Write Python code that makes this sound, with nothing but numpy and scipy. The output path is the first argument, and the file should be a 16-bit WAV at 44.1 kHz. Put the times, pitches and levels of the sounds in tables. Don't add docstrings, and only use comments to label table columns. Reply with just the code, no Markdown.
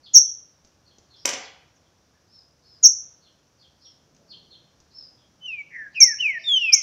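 import sys
import numpy as np
from scipy import signal
from scipy.fft import rfft, irfft
from scipy.io import wavfile

SR = 44100
rng = np.random.default_rng(int(sys.argv[2]) if len(sys.argv) > 2 else 0)


def store_wav(level_fs):
    pcm = np.round(np.clip(np.atleast_2d(level_fs), -1, 1) * 32767)
    wavfile.write(sys.argv[1], SR, pcm.T.astype(np.int16))


N = 300762
TIME = np.arange(N) / SR


def from_db(db):
    return 10 ** (np.asarray(db) / 20)


def rms_one(x):
    return x / np.sqrt(np.mean(x ** 2) + 1e-20)


def at_hz(points, hz):
    freqs, values = np.transpose(points)
    return np.interp(np.log(np.maximum(hz, 1)), np.log(freqs), values)


def coloured(x, eq):
    hz = np.arange(len(x) // 2 + 1) * SR / len(x)
    return irfft(rfft(x) * from_db(at_hz(eq, hz)), len(x))


def drift(rate_hz):
    return rms_one(np.interp(TIME * rate_hz, np.arange(N), rng.standard_normal(N)))


def during(start_s, length_s):
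    on = (TIME >= start_s) & (TIME < start_s + length_s)
    return on, TIME[on] - start_s


def swell(t, length_s, attack_s, release_s):
    rise = np.sin(np.pi / 2 * np.clip(t / attack_s, 0, 1))
    fall = np.sin(np.pi / 2 * np.clip((length_s - t) / release_s, 0, 1))
    return (rise * fall) ** 2


def reverb(x, tail):
    return signal.fftconvolve(x, tail / np.sqrt(np.sum(tail ** 2)))[:N]


# freq_hz, gain_db
AIR_EQ = [(15, -48), (25, -27.5), (32, -19.5), (46, -10), (74, 0), (161, -3.5), (204, -8), (319, -7),
          (414, -11.5), (500, -9), (801, -13), (1670, -17), (1960, -21), (5680, -22.5), (7020, -25.5),
          (9130, -56), (15400, -120)]
# freq_hz, gain_db
RUMBLE_EQ = [(50, -19), (110, -11), (150, 3), (230, -6), (550, -12.5), (1200, -27.5), (3000, -47)]
# time_s, level_db
RUMBLE_RIDE = [(0, -78.5), (3.8, -76), (4.2, -66), (4.45, -62.5), (4.8, -73), (5.3, -71), (6.0, -66.5),
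               (6.82, -77)]
# freq_hz, gain_db
HISS_EQ = [(3000, -36.5), (4500, -10), (5800, 1), (6700, -12), (7600, -19), (10000, -20.5), (16000, -23)]
def background():
    air, rumble, hiss = (rms_one(coloured(rng.standard_normal(N), eq))
                         for eq in (AIR_EQ, RUMBLE_EQ, HISS_EQ))
    air_db = -64 + 0.6 * drift(2.7)
    rumble_db = np.interp(TIME, *np.transpose(RUMBLE_RIDE))
    return from_db(air_db) * air + from_db(rumble_db) * rumble + from_db(-72) * hiss


# freq_hz, gain_db
BEAK_EQ = [(3500, -30), (4700, -15.5), (5700, 11), (6800, 1.5), (8500, -10), (10800, 4.5), (11800, -2.5),
           (14000, -10)]
def syrinx(notes, waver, waver_hz, ragged_db, overtones_db=(), rasp_hz=0):
    out = np.zeros(N)
    wander, unsteady, effort = drift(waver_hz), drift(200), drift(90)
    for on, hz, gain, rasp in notes:
        flutter = rasp * np.sin(2 * np.pi * rasp_hz * TIME[on] + unsteady[on])
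        pitch = hz * (1 + waver * wander[on]) * (1 + 0.15 * flutter)
        level = gain * from_db(ragged_db * effort[on]) * (1 + 0.29 * flutter)
        phase = 2 * np.pi * np.cumsum(pitch) / SR
        overtones = sum(from_db(db + at_hz(BEAK_EQ, k * pitch) + 2 * effort[on]) * np.sin(k * phase)
                        for k, db in enumerate(overtones_db, 2))
        out[on] += level * (np.sin(phase) + overtones)
    return out


def smear(x):
    t = TIME[:SR // 8]
    return reverb(x, rng.standard_normal(len(t)) * np.exp(-t / 0.03))


# freq_hz, t60_s
YARD_DECAY = [(150, 0.28), (600, 0.63), (1500, 0.67), (3500, .58), (6000, 0.43), (9000, 0.25),
              (15000, 0.16)]
def yard(x, build_s):
    t, hz = TIME[:SR], np.arange(SR // 2 + 1)
    white = rfft(rng.standard_normal(SR))
    edges_hz = np.r_[0, np.geomspace(200, SR / 2, 14)]
    tail = np.zeros(SR)
    for low, high in zip(edges_hz, edges_hz[1:]):
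        band = irfft(white * (hz >= low) * (hz < high), SR)
        tail += band * from_db(-60 * t / at_hz(YARD_DECAY, (low + high) / 2))
    return reverb(x, tail * (1 - np.exp(-t / build_s)))


def slur(start_s, length_s, upper_hz, level_db, lower_hz=3395, sag_hz=524):
    on, t = during(start_s, length_s)
    progress = t / length_s
    drop = np.tanh((progress - 0.52) / 0.11)
    hz = np.interp(drop, [-1, 1], [upper_hz, lower_hz]) - sag_hz * progress ** 4
    dip_db = 3.5 * (1 - drop ** 2)
    return on, hz, from_db(level_db - dip_db) * swell(t, length_s, attack_s=0.04, release_s=0.034), 0


def hoot(start_s, length_s, pitch_hz, level_db):
    on, t = during(start_s, length_s)
    return on, pitch_hz, from_db(level_db) * swell(t, length_s, attack_s=0.055, release_s=0.067), 0


# start_s, length_s, upper_hz, level_db
SLUR_CUES = [(.01, 0.093, 4556, -46.5), (0.192, 0.081, 4250, -52.5), (0.836, 0.11, 4550, -61),
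             (1.083, 0.096, 4270, -52.5), (1.411, 0.07, 4750, -41), (1.82, .055, 3950, -58),
             (3.195, 0.1, 4250, -53.5), (3.568, 0.097, 4810, -53), (3.799, .09, 4290, -54),
             (4.271, 0.079, 4930, -39.5), (4.475, 0.095, 4246, -48), (5.163, .08, 3500, -56),
             (5.463, 0.094, 4016, -55)]
# freq_hz, gain_db
DISTANCE_EQ = [(2800, -1), (3300, 0), (3850, -3), (4270, 4.5), (4450, -0.5), (4700, 1), (4950, -0.5),
               (5350, 7.5), (5800, -6)]
# start_s, length_s, pitch_hz, level_db
HOOT_CUES = [(2.10, 0.084, 1608, -62.5), (4.152, 0.099, 628, -57.5), (6.268, 0.21, 629, -61),
             (6.661, 0.085, 1326, -49)]
def far_birds():
    calls = syrinx([slur(*cue) for cue in SLUR_CUES], waver=0.055, waver_hz=800, ragged_db=3.5)
    hoots = syrinx([hoot(*cue) for cue in HOOT_CUES], waver=0.07, waver_hz=120, ragged_db=2)
    voices = coloured(calls, DISTANCE_EQ) + hoots
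    return from_db(-5) * smear(voices) + from_db(-6) * yard(voices, build_s=0.0031)


def scoop(start_s, length_s, first_hz, turn_hz, last_hz, turn_share, attack_s, level_db):
    on, t = during(start_s, length_s)
    progress = t / length_s
    away = np.interp(progress, [0, turn_share, 1], [1, 0, 1]) ** 1.6
    hz = turn_hz + away * (np.where(progress < turn_share, first_hz, last_hz) - turn_hz)
    return on, hz, from_db(level_db) * swell(t, length_s, attack_s, release_s=0.011), 0


# start_s, length_s, first_hz, turn_hz, last_hz, turn_share (0-1), attack_s, level_db
CHIRP_CUES = [ (.132, .057, 7170, 5697, 6884, .66, .03, -1.5),
              (1.750, 0.031, 7310, 5500, 5600, 0.97, .012, -64.5),
              (2.825, .053, 7365, 5758, 7050, .66, .022, -4),
              (6.000, .048, 6800, 5352, 7050, 0.55, 0.0085, -5.5),
              (6.72, 0.032, 4760, 4920, 7495, 0.069, 0.02, -6.5)]
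def caged_chirps():
    deep = [scoop(*cue) for cue in CHIRP_CUES]
    shallow = [scoop(start_s, length_s, first_hz=6000, turn_hz=5523, last_hz=6000, turn_share=0.6,
                     attack_s=0.7 * length_s, level_db=level_db - 7)
               for start_s, length_s, *_, level_db in CHIRP_CUES]
    chirps = syrinx(deep, waver=0.011, waver_hz=420.2, ragged_db=1, overtones_db=[-28])
    chirps += syrinx(shallow, waver=0.008, waver_hz=400.6, ragged_db=3)
    reflections = wall_echoes(chirps) + from_db(-12) * yard(chirps, build_s=0.009)
    return chirps + reflections + from_db(-48) * far_houses(chirps)


# delay_s, gain_db
WALL_TAPS = [(.0029, -20), (.0056, -2), (.025, -15.5), (.039, -26.5), (.051, -17)]
def wall_echoes(x):
    return sum(from_db(db) * np.interp(TIME - delay_s, TIME, x, left=0) for delay_s, db in WALL_TAPS)


def far_houses(x, t60_s=1.7):
    return reverb(x, rng.standard_normal(SR) * from_db(-60 * TIME[:SR] / t60_s))


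def blows(cues, scatter_s, scatter_db):
    out, t = np.zeros(N), TIME[:SR // 20]
    for start_s, level_db, lowpass_hz in cues:
        pulse = from_db(scatter_db) * rng.standard_normal(len(t)) * np.exp(-t / scatter_s)
        pulse[0] += 2
        lowpass = signal.butter(2, lowpass_hz, fs=SR, output="sos")
        start = int(start_s * SR)
        out[start:start + len(t)] += from_db(level_db) * signal.sosfilt(lowpass, pulse)
    return out


# start_s, level_db, lowpass_hz
TICK_CUES = [(.648, -43, 8950), (.672, -49.5, 7230), (.984, -42.5, 7750), (4.148, -49, 8000),
             (4.165, -49, 8040), (4.802, -46, 7950)]
# freq_hz, gain_db
TICK_EQ = [(200, 13), (1500, -8), (4000, -3.5), (6200, 11), (12000, -37)]
def cage_ticks():
    ticks = coloured(blows(TICK_CUES, scatter_s=0.0056, scatter_db=-5.5), TICK_EQ)
    return ticks + from_db(-6.5) * yard(ticks, build_s=0.015)


def arch(start_s, length_s, top_hz, level_db, rasp, rise_hz=998, rise_s=0.016, sag_hz=910):
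    on, t = during(start_s, length_s)
    hz = top_hz - rise_hz * np.exp(-t / rise_s) - sag_hz * (t / length_s) ** 2.7
    return on, hz, from_db(level_db) * swell(t, length_s, attack_s=0.04, release_s=0.06), rasp


# start_s, length_s, top_hz, level_db, rasp (0-1)
ARCH_CUES = [(1.15, 0.15, 5300, -58.5, 0.55), (2.29, .14, 5433, -53.5, 0.1),
             (2.64, 0.16, 5320, -53.5, 0.16), (3.808, 0.13, 5700, -51.5, .02),
             (4.922, 0.15, 5430, -45.5, 0.05), (5.93, 0.092, 5300, -51, .4), (6.38, 0.11, 5340, -49, .6),
             (6.555, 0.16, 5570, -47, 0.1)]
def soft_bird(lead_s=0.038):
    upper_notes = [arch(*cue) for cue in ARCH_CUES]
    lower_notes = [arch(start_s - lead_s, length_s, 0.88 * top_hz, level_db - 10.5, rasp)
                   for start_s, length_s, top_hz, level_db, rasp in ARCH_CUES]
    upper = syrinx(upper_notes, waver=0.008, waver_hz=498, ragged_db=4, rasp_hz=129.4)
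    lower = syrinx(lower_notes, waver=0.075, waver_hz=600, ragged_db=3, rasp_hz=131)
    return from_db(-2) * upper + from_db(-3.5) * (smear(lower) + yard(upper + lower, build_s=0.005))


# start_s, level_db, lowpass_hz
KNOCK_CUES = [(1.2528, -20, 5000), (1.2555, -4, 15000), (1.2582, -15.5, 15170), (1.2775, -14, 5020),
              (1.2808, -16, 6000), (1.2876, -22, 5940), (1.2903, -11, 6760), (1.2927, -12, 6900),
              (1.333, -12, 3570), (1.3375, -14.5, 5600)]
# freq_hz, gain_db
CRACK_EQ = [(30, -50), (70, -16), (130, -5), (300, 0.5), (600, -0.5), (1200, 0), (2500, 1.5), (4000, 0.5),
            (6000, 12), (9000, -0.5), (15000, -6.5), (17000, -30)]
# pitch_hz, level_db, t60_s
BODY_MODES = [(378, -40.5, 0.27), (543, -34.5, 0.56), (637, -83, 0.098), (974, -36, 0.39),
              (1510, -68, 0.058), (2510, -24.5, 0.064)]
def knock():
    crack = coloured(blows(KNOCK_CUES, scatter_s=0.0026, scatter_db=-8), CRACK_EQ)
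    t, start = TIME[:SR], int(KNOCK_CUES[0][0] * SR)
    ring = np.zeros(N)
    for pitch_hz, level_db, t60_s in BODY_MODES:
        ring[start:start + SR] += from_db(level_db - 60 * t / t60_s) * np.sin(2 * np.pi * pitch_hz * t)
    reverb_send = coloured(crack, eq=[(2500, 2.5), (6500, -1), (9000, 3)])
    return crack + ring + from_db(-5) * yard(reverb_send, build_s=0.0022)


# freq_hz, gain_db
CARRY_EQ = [(1620, -18), (1860, -9), (2040, -14.5), (2110, -9.5), (2230, -0.5), (2330, -1), (2390, -6),
            (2500, 1), (2620, -1), (2820, 0), (2905, -9), (3010, 0.5), (3450, 0), (3700, -3.5)]
def whistle(start_s, length_s, top_hz, last_hz, hold_s, easing, flick_hz, rasp_s, attack_s,
            level_db, fade_db):
    on, t = during(start_s, length_s)
    fall_progress = np.maximum(t - hold_s, 0) / (length_s - hold_s)
    fallen = np.expm1(-easing * fall_progress) / np.expm1(-easing)
    hz = top_hz + (last_hz - top_hz) * fallen - flick_hz * np.exp(-t / 0.0069)
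    late_fade_db = fade_db * (t / length_s) ** 2.77
    gain = from_db(level_db + at_hz(CARRY_EQ, hz) - late_fade_db)
    rasp = 0.046 + np.exp(-t / rasp_s)
    return on, hz, gain * swell(t, length_s, attack_s, release_s=0.014), rasp


# start_s, length_s, top_hz, last_hz, hold_s, easing (higher flattens the fall sooner),
# flick_hz (upward, at the onset), rasp_s, attack_s, level_db, fade_db
WHISTLE_CUES = [ (5.399, .232, 3025, 2219, 0.061, 1.5, -1, .003, 0.11, -28, 7.5),
                (5.696, 0.2, 1998, 1610, 0.046, 0.89, -7, 0.1, 0.06, -23.5, 0),
                (5.936, .216, 2788, 1645, 0.0097, 0.76, -5.5, 0.022, 0.084, -19.5, -2),
                (6.18, 0.21, 3043, 1754, 0.027, 1.1, 888, 0.0018, 0.038, -18, -1),
                (6.431, 0.39, 3669, 2002, .030, 0.51, -1.5, 0.0024, 0.072, -15, 18.5)]
def caged_whistles():
    notes = [whistle(*cue) for cue in WHISTLE_CUES]
    whistles = syrinx(notes, waver=0.0036, waver_hz=121.1, ragged_db=1.67,
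                      overtones_db=[-30, -42], rasp_hz=161.3)
    slaps = from_db(-15.5) * wall_echoes(whistles)
    return whistles + slaps + from_db(-19.5) * yard(whistles, build_s=0.0068)


def microphone(x, edge_hz=7100, shelf_db=-7.5):
    below = signal.sosfilt(signal.butter(14, edge_hz, fs=SR, output="sos"), x)
    above = signal.sosfilt(signal.butter(8, edge_hz, "high", fs=SR, output="sos"), x)
    return below + from_db(shelf_db) * above


def scene():
    bed = background()
    events = far_birds() + caged_chirps() + cage_ticks() + soft_bird() + knock() + caged_whistles()
    return (bed + microphone(events))[None]


def record(dry, cutoff_hz=16800):
    clipped = dry / (1 + dry ** 10) ** (1 / 10)
    overload_noise = (np.abs(dry) > 1) * rng.standard_normal(dry.shape)
    crackle = from_db(-42.5) * signal.lfilter([0.7], [1, -0.3], overload_noise)
    lowpass = signal.cheby2(12, 70, cutoff_hz, fs=SR, output="sos")
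    return signal.sosfilt(lowpass, clipped + crackle)


dry = scene()
out = record(dry)
store_wav(out)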